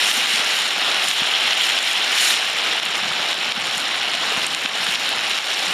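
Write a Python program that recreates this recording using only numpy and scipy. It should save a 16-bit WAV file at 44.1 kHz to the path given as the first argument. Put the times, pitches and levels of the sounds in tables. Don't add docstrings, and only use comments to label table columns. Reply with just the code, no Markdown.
import sys
import numpy as np
from scipy import signal
from scipy.fft import irfft
from scipy.io import wavfile
from scipy.ndimage import uniform_filter1d

SR = 44100
rng = np.random.default_rng(int(sys.argv[2]) if len(sys.argv) > 2 else 0)


def invert_db(level):
    return 10 ** (np.asarray(level, dtype=float) / 20)


def pcm_store(signal):
    levels = np.round(np.clip(np.atleast_2d(signal), -1, 1) * 32767)
    wavfile.write(sys.argv[1], SR, levels.astype(np.int16).T)


N = 252693

# lowest frequency
# in Hz, highest in Hz, share of separate bubbles from 0 to 1, patchiness in dB, gust depth in dB.
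SIZZLE_LAYERS = [
    (10, 209, 0.26, -2, -0.5),
    (225, 1490, 0.33, 0.5, 1.07),
    (1550, 4220, 0.46, 0.92, 0.42),
    (5650, 11250, 0.55, 1.5, 1),
    (9730, 13800, 0.45, 0.6, 0.9),
]


def sizzle():
    t = np.arange(N) / SR
    stft_frames = dict(fs=SR, nperseg=256, noverlap=192)
    level_curves_db, fizz_db = layer_levels_db(t)

    hz, frame_s, steam = signal.stft(rng.standard_normal(N), **stft_frames)
    patches = uniform_filter1d(rng.standard_normal(steam.shape), size=5, axis=0)
    patches = evened(uniform_filter1d(patches, size=20, axis=1))
    gusts = evened(uniform_filter1d(rng.standard_normal(len(frame_s)), size=8))
    popping = signal.stft(bubbles(per_s=5000, spread_db=4.5, cycles=1.6), **stft_frames)[2]
    popping_power = np.mean(abs(popping) ** 2, axis=1, keepdims=True)
    popping *= np.sqrt(np.mean(abs(steam) ** 2) / popping_power)

    apart = np.clip(1 - 0.053 * (np.interp(frame_s, t, fizz_db) + 34), .2, 1.5)
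    fine_hz = np.fft.rfftfreq(4096, 1 / SR)
    out = np.zeros(N)
    for level_db, (lo, hi, share, patch_db, gust_db) in zip(level_curves_db, SIZZLE_LAYERS):
        share = np.clip(share * apart, 0, 1)
        blend = np.sqrt(1 - share) * steam + np.sqrt(share) * popping
        blend *= invert_db(patch_db * patches + gust_db * gusts)
        drive = signal.istft(blend, **stft_frames)[1][:N]
        band_power = 1 / ((1 + (lo / (fine_hz + 1)) ** 8) * (1 + (fine_hz / hi) ** 8))
        response = causal(colour_db(fine_hz) + 10 * np.log10(band_power))
        out += invert_db(level_db) * evened(signal.oaconvolve(drive, response)[:N])
    return out


def layer_levels_db(t):
    boil_db, surge_db = steam_db(t)
    fire_db = fire_flutter_db(t)
    fire_stir_db = 0.18 * (fire_db - fire_db.mean())
    deep_db = -29.5 + fire_stir_db + 0.58 * boil_db - 0.23 * surge_db
    body_db = SIMMER_DB + boil_db + np.minimum(surge_db, 0)
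    fizz_db = -35.5 + 1.05 * boil_db + surge_db
    air_db = 1.614 * fizz_db + 14
    return [fire_db, deep_db, body_db, fizz_db, air_db], fizz_db


SIMMER_DB = -22
# time in seconds, level in dB.
BOIL = [(0, -18), (.2, -20.5), (.38, -19), (.75, -22.5), (.88, -18.5), (1.1, -21.5), (1.21, -21.5),
        (1.43, -19.5), (2.06, -21), (2.17, -18), (2.31, -17.5), (2.42, -23.5), (2.64, -21), (2.95, -23.5),
        (3.3, -21.5), (3.58, -24), (4.5, -22), (5.73, -22.6)]
# middle in seconds, lift in dB, half length in seconds.
STEAM_PUFFS = [(0.133, 6.5, 0.11), (0.333, 4.5, 0.055), (.6, 4, 0.13), (1.11, 6, 0.088), (1.65, 4.5, 0.064),
               (1.88, 3.5, .07), (2.25, 6.5, 0.11), (2.44, 3, 0.032), (2.86, 0, 0.07), (3.18, -1, 0.081),
               (.9, -1.5, 0.092), (5.1, 1, 0.09), (3.744, 3.5, .08), (4.463, 2, 0.21), (4.724, -2, 0.042),
               (4.88, 3, 0.15), (5.407, 2.5, 0.082), (5.7, 3, 0.19)]


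def steam_db(t):
    surge_db = sum(db * np.exp(-((t - s) / half) ** 2) for s, db, half in STEAM_PUFFS)
    return np.interp(t, *np.transpose(BOIL)) - SIMMER_DB, surge_db


def bubbles(per_s, spread_db, cycles, count=24):
    size = invert_db(spread_db * np.minimum(rng.exponential(1, N), 3.5))
    size *= rng.random(N) < per_s / SR
    size *= rng.choice([-1, 1], N)
    kind = rng.integers(0, count, N)
    out = np.zeros(N)
    for k, hz in enumerate(np.geomspace(700, 14000, count)):
        shape = evened(burst(hz, cycles)) * np.sqrt(hz)
        out += signal.oaconvolve(size * (kind == k), shape)[:N]
    return evened(out)


def burst(hz, cycles, size=200):
    turns = hz * np.arange(size) / SR
    wave = np.sin(2 * np.pi * turns * (1 + 0.022 * turns)) * np.exp(-turns / cycles)
    return wave / abs(wave).max()


# time in seconds, level in dB.
CHORUS = [
    (0, -28),
    (.7, -34.5),
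    (1.2, -26),
    (1.8, -26.5),
    (2.3, -33),
    (2.5, -33.5),
    (5.73, -38),
]


def chorus():
    centre_hz, width_hz = 3182, 470
    fine_hz = np.fft.rfftfreq(2048, 1 / SR)
    band = causal(-12 * ((fine_hz - centre_hz) / width_hz) ** 2)
    flicker = evened(uniform_filter1d(rng.standard_normal(N), size=60))
    drive = rng.standard_normal(N) * invert_db(4.8 * flicker)
    level_db = np.interp(np.arange(N) / SR, *np.transpose(CHORUS))
    return invert_db(level_db) * evened(signal.oaconvolve(drive, band)[:N])


# time in seconds, peak in dB, centre in Hz.
LOUD_SPITS = [(0.048, -5, 2700), (0.1143, -4, 3100), (0.2594, -6, 2600), (0.3475, -5, 2900),
              (0.4176, -6, 2500), (0.5345, -6, 2200), (0.6212, -7, 3500), (0.9191, -6, 2400),
              (0.9967, -5, 2900), (1.0826, -4, 3200), (1.1132, -1, 3000), (1.2331, -5, 2500),
              (1.5319, -6, 2800), (1.6415, -5, 2900), (1.7886, -3, 3100), (1.8779, -5, 2600),
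              (2.0788, -4, 3100), (2.3659, -6, 3300), (2.7993, -5, 2800), (2.8616, -5, 2500),
              (2.9546, -6, 3200), (3.3302, -6, 3100), (3.5215, -3, 3100), (4.0161, -8, 3900),
              (4.1423, -6, 3200), (4.5484, -5, 3200), (4.6602, -3, 2400), (4.9574, -6, 3100),
              (5.192, -7, 2400), (5.3877, -5, 3000)]
# time in seconds, peak in dB, centre in Hz.
CLEAR_TICKS = [(0.0687, -10, 7200), (0.1458, -11, 7300), (0.2573, -14, 7400), (0.5889, -13, 7600),
               (0.6211, -14, 7600), (0.6801, -16, 7800), (1.0858, -10, 7300), (1.5775, -14, 8100),
               (1.8287, -11, 7800), (1.9322, -14, 7500), (2.4995, -17, 7600), (2.8302, -19, 9400),
               (2.8541, -14, 9100), (2.9783, -18, 8700), (3.3128, -16, 8100), (3.6702, -18, 7900),
               (3.7746, -16, 8500), (3.7802, -14, 7600), (3.8028, -18, 8300), (4.467, -8, 9100),
               (4.5484, -14, 7200), (4.62, -18, 8800), (4.9132, -15, 8400), (4.9958, -19, 8400),
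               (5.0912, -15, 9500), (5.2971, -16, 8800), (5.4598, -19, 9100), (5.5938, -18, 7200),
               (5.6542, -16, 7700), (5.6841, -16, 7400)]


def spits():
    lesser_spits = scattered(peak_db=-15, spread_db=5, follow=0.38, lo_hz=2200, hi_hz=4600, count=320)
    lesser_ticks = scattered(peak_db=-27.5, spread_db=9, follow=0.4, lo_hz=7100, hi_hz=9800, count=200)
    body = cracks([*LOUD_SPITS, *lesser_spits], lo_hz=600, octaves=0.93, lift_db=0.5,
                  spray_share=0.041, spray_s=0.00086)
    thin = cracks([*CLEAR_TICKS, *lesser_ticks], lo_hz=5070, octaves=0.88, lift_db=-1.0,
                  spray_share=0.34, spray_s=0.00075)
    return body + thin


def scattered(peak_db, spread_db, follow, lo_hz, hi_hz, count):
    at, size, pitch = rng.random((count, 3)).T
    s = (np.arange(count) + at) / count * (N / SR - .02) + .01
    level_db = peak_db + spread_db * size ** 2 + follow * steam_db(s)[0]
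    centre_hz = lo_hz * (hi_hz / lo_hz) ** pitch ** 1.4
    return np.transpose([s, level_db, centre_hz])


def cracks(events, lo_hz, octaves, lift_db, spray_share, spray_s):
    out, t = np.zeros(N), np.arange(200) / SR
    fine_hz = np.fft.rfftfreq(1024, 1 / SR)
    base_db = colour_db(fine_hz) - 40 / (1 + (fine_hz / lo_hz) ** 6)
    for (s, db, hz), spray in zip(events, rng.standard_normal((len(events), 200))):
        away = np.log2((fine_hz + 1) / hz)
        tilt_db = 2.5 * away * (hz > 8300)
        bell_db = tilt_db - 6 * (away / octaves) ** 2
        spike = np.roll(irfft(invert_db(base_db + bell_db)), 100)[:300]
        spray_tail = (t > 0) * spray_share * spray * np.exp(-t / spray_s)
        sound = np.convolve((t == 0) + spray_tail, spike)
        peak = abs(spike)
        add(out, s - peak.argmax() / SR, invert_db(db + lift_db) * sound / peak.max())
    return out


# time in seconds, peak in dB, pitch in Hz, length in seconds.
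SOFT_KNOCKS = [(.181, -29, 250, .008), (.342, -31, 200, .007), (.399, -35, 200, .005),
               (1.221, -25, 220, .0045), (2.693, -31, 300, .005), (3.114, -34, 160, .007),
               (3.383, -31, 330, .006), (3.579, -28, 220, .007), (4.322, -23, 450, .005),
               (4.378, -25, 200, .004), (4.653, -27, 260, .0045), (4.891, -30, 200, .006)]


def knocks():
    out, t = np.zeros(N), np.arange(-800, 800) / SR
    for s, db, hz, length in SOFT_KNOCKS:
        bump = np.exp(-2 * (t / length) ** 2) * np.sin(2 * np.pi * hz * t)
        add(out, s + t[0], invert_db(db) * bump)
    return out


# time in seconds, level in dB.
FIRE_FLUTTER = [(0, -52), (.4, -52), (.9, -51), (1.3, -53), (1.85, -53.5), (2.3, -57), (2.7, -48.5),
                (2.9, -50.5), (3.05, -42.5), (3.25, -50), (3.6, -47.5), (4, -50), (4.4, -45), (4.8, -46.5),
                (5.1, -48.5), (5.4, -54), (5.73, -45.5)]


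def fire_flutter_db(t):
    return np.interp(t, *np.transpose(FIRE_FLUTTER))


def rumble():
    return invert_db(-72) * evened(signal.lfilter([1], [1, -.995], rng.standard_normal(N)))


# frequency in Hz, level in dB per Hz.
BROAD_COLOUR = [(15, -70), (25, -56.5), (188, -18.5), (510, -10), (785, -1.5), (1000, -5.5), (2930, -1.5),
                (4770, -9.5), (5450, -5), (6240, -13), (7140, -21), (7950, -20.5), (11000, -27.5),
                (15600, -35)]
# centre in Hz, width in Hz, lift in dB.
HOUSING = [(826, 480, -3), (2880, 360, 2), (3975, 810, 5), (5560, 800, 1), (7113, 730, 12.5),
           (8890, 1020, 9.5), (10780, 800, 8), (12000, 480, -5.5), (12850, 1400, 6), (14060, 800, -7.5),
           (14500, 600, 8.5), (14900, 250, -5)]


def colour_db(hz):
    f, db = np.transpose(BROAD_COLOUR)
    lifts = sum(lift * np.exp(-2 * ((hz - at) / width) ** 2) for at, width, lift in HOUSING)
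    return np.interp(np.log(hz + 1), np.log(f + 1), db) + lifts


def causal(db):
    log_gain = np.log(invert_db(np.maximum(db, -100)))
    circle = np.concatenate([log_gain, log_gain[-2:0:-1]])
    spectrum = np.exp(circle - 1j * signal.hilbert(circle).imag)
    return np.fft.ifft(spectrum).real[:len(db)]


def evened(x):
    return x / np.sqrt(np.mean(x ** 2) + 1e-20)


def add(mix, s, sound):
    part = mix[round(s * SR):][:len(sound)]
    part += sound[:len(part)]


def scene():
    return (sizzle() + chorus() + spits() + knocks() + rumble())[None]


def band_limit(x):
    return signal.sosfilt(signal.butter(12, 15730, fs=SR, output="sos"), x)


# time in seconds, dip in dB,
# recovery in seconds.
OVERLOADS = [(.114, 4, 0.035), (.259, 3, 0.027), (.4176, 1.5, 0.021), (1.1132, 4, 0.045),
             (1.5319, 4, 0.029), (1.7886, 3.5, 0.062), (2.8, 8, 0.024), (3.3301, 3.5, 0.069),
             (3.5215, 6, 0.035), (4.47, 3.5, 0.073), (4.5484, 3.5, 0.096), (4.6602, 5.5, 0.11),
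             (4.9565, 4, 0.063), (5.387, 4.5, 0.068)]


def record(dry):
    t, dip_db = np.arange(N) / SR, np.zeros(N)
    for s, db, recovery in OVERLOADS:
        since = np.maximum(t - s - .001, 0)
        dip_db += db * (1 - np.exp(-since / 0.0026)) * np.exp(-(since / recovery) ** 2)
    edge = signal.firwin(401, 15490, window=("kaiser", 1), fs=SR)
    mix = signal.oaconvolve(dry / invert_db(dip_db), edge[None], "same")
    return band_limit(mix)


dry = scene()
out = record(dry)
pcm_store(out)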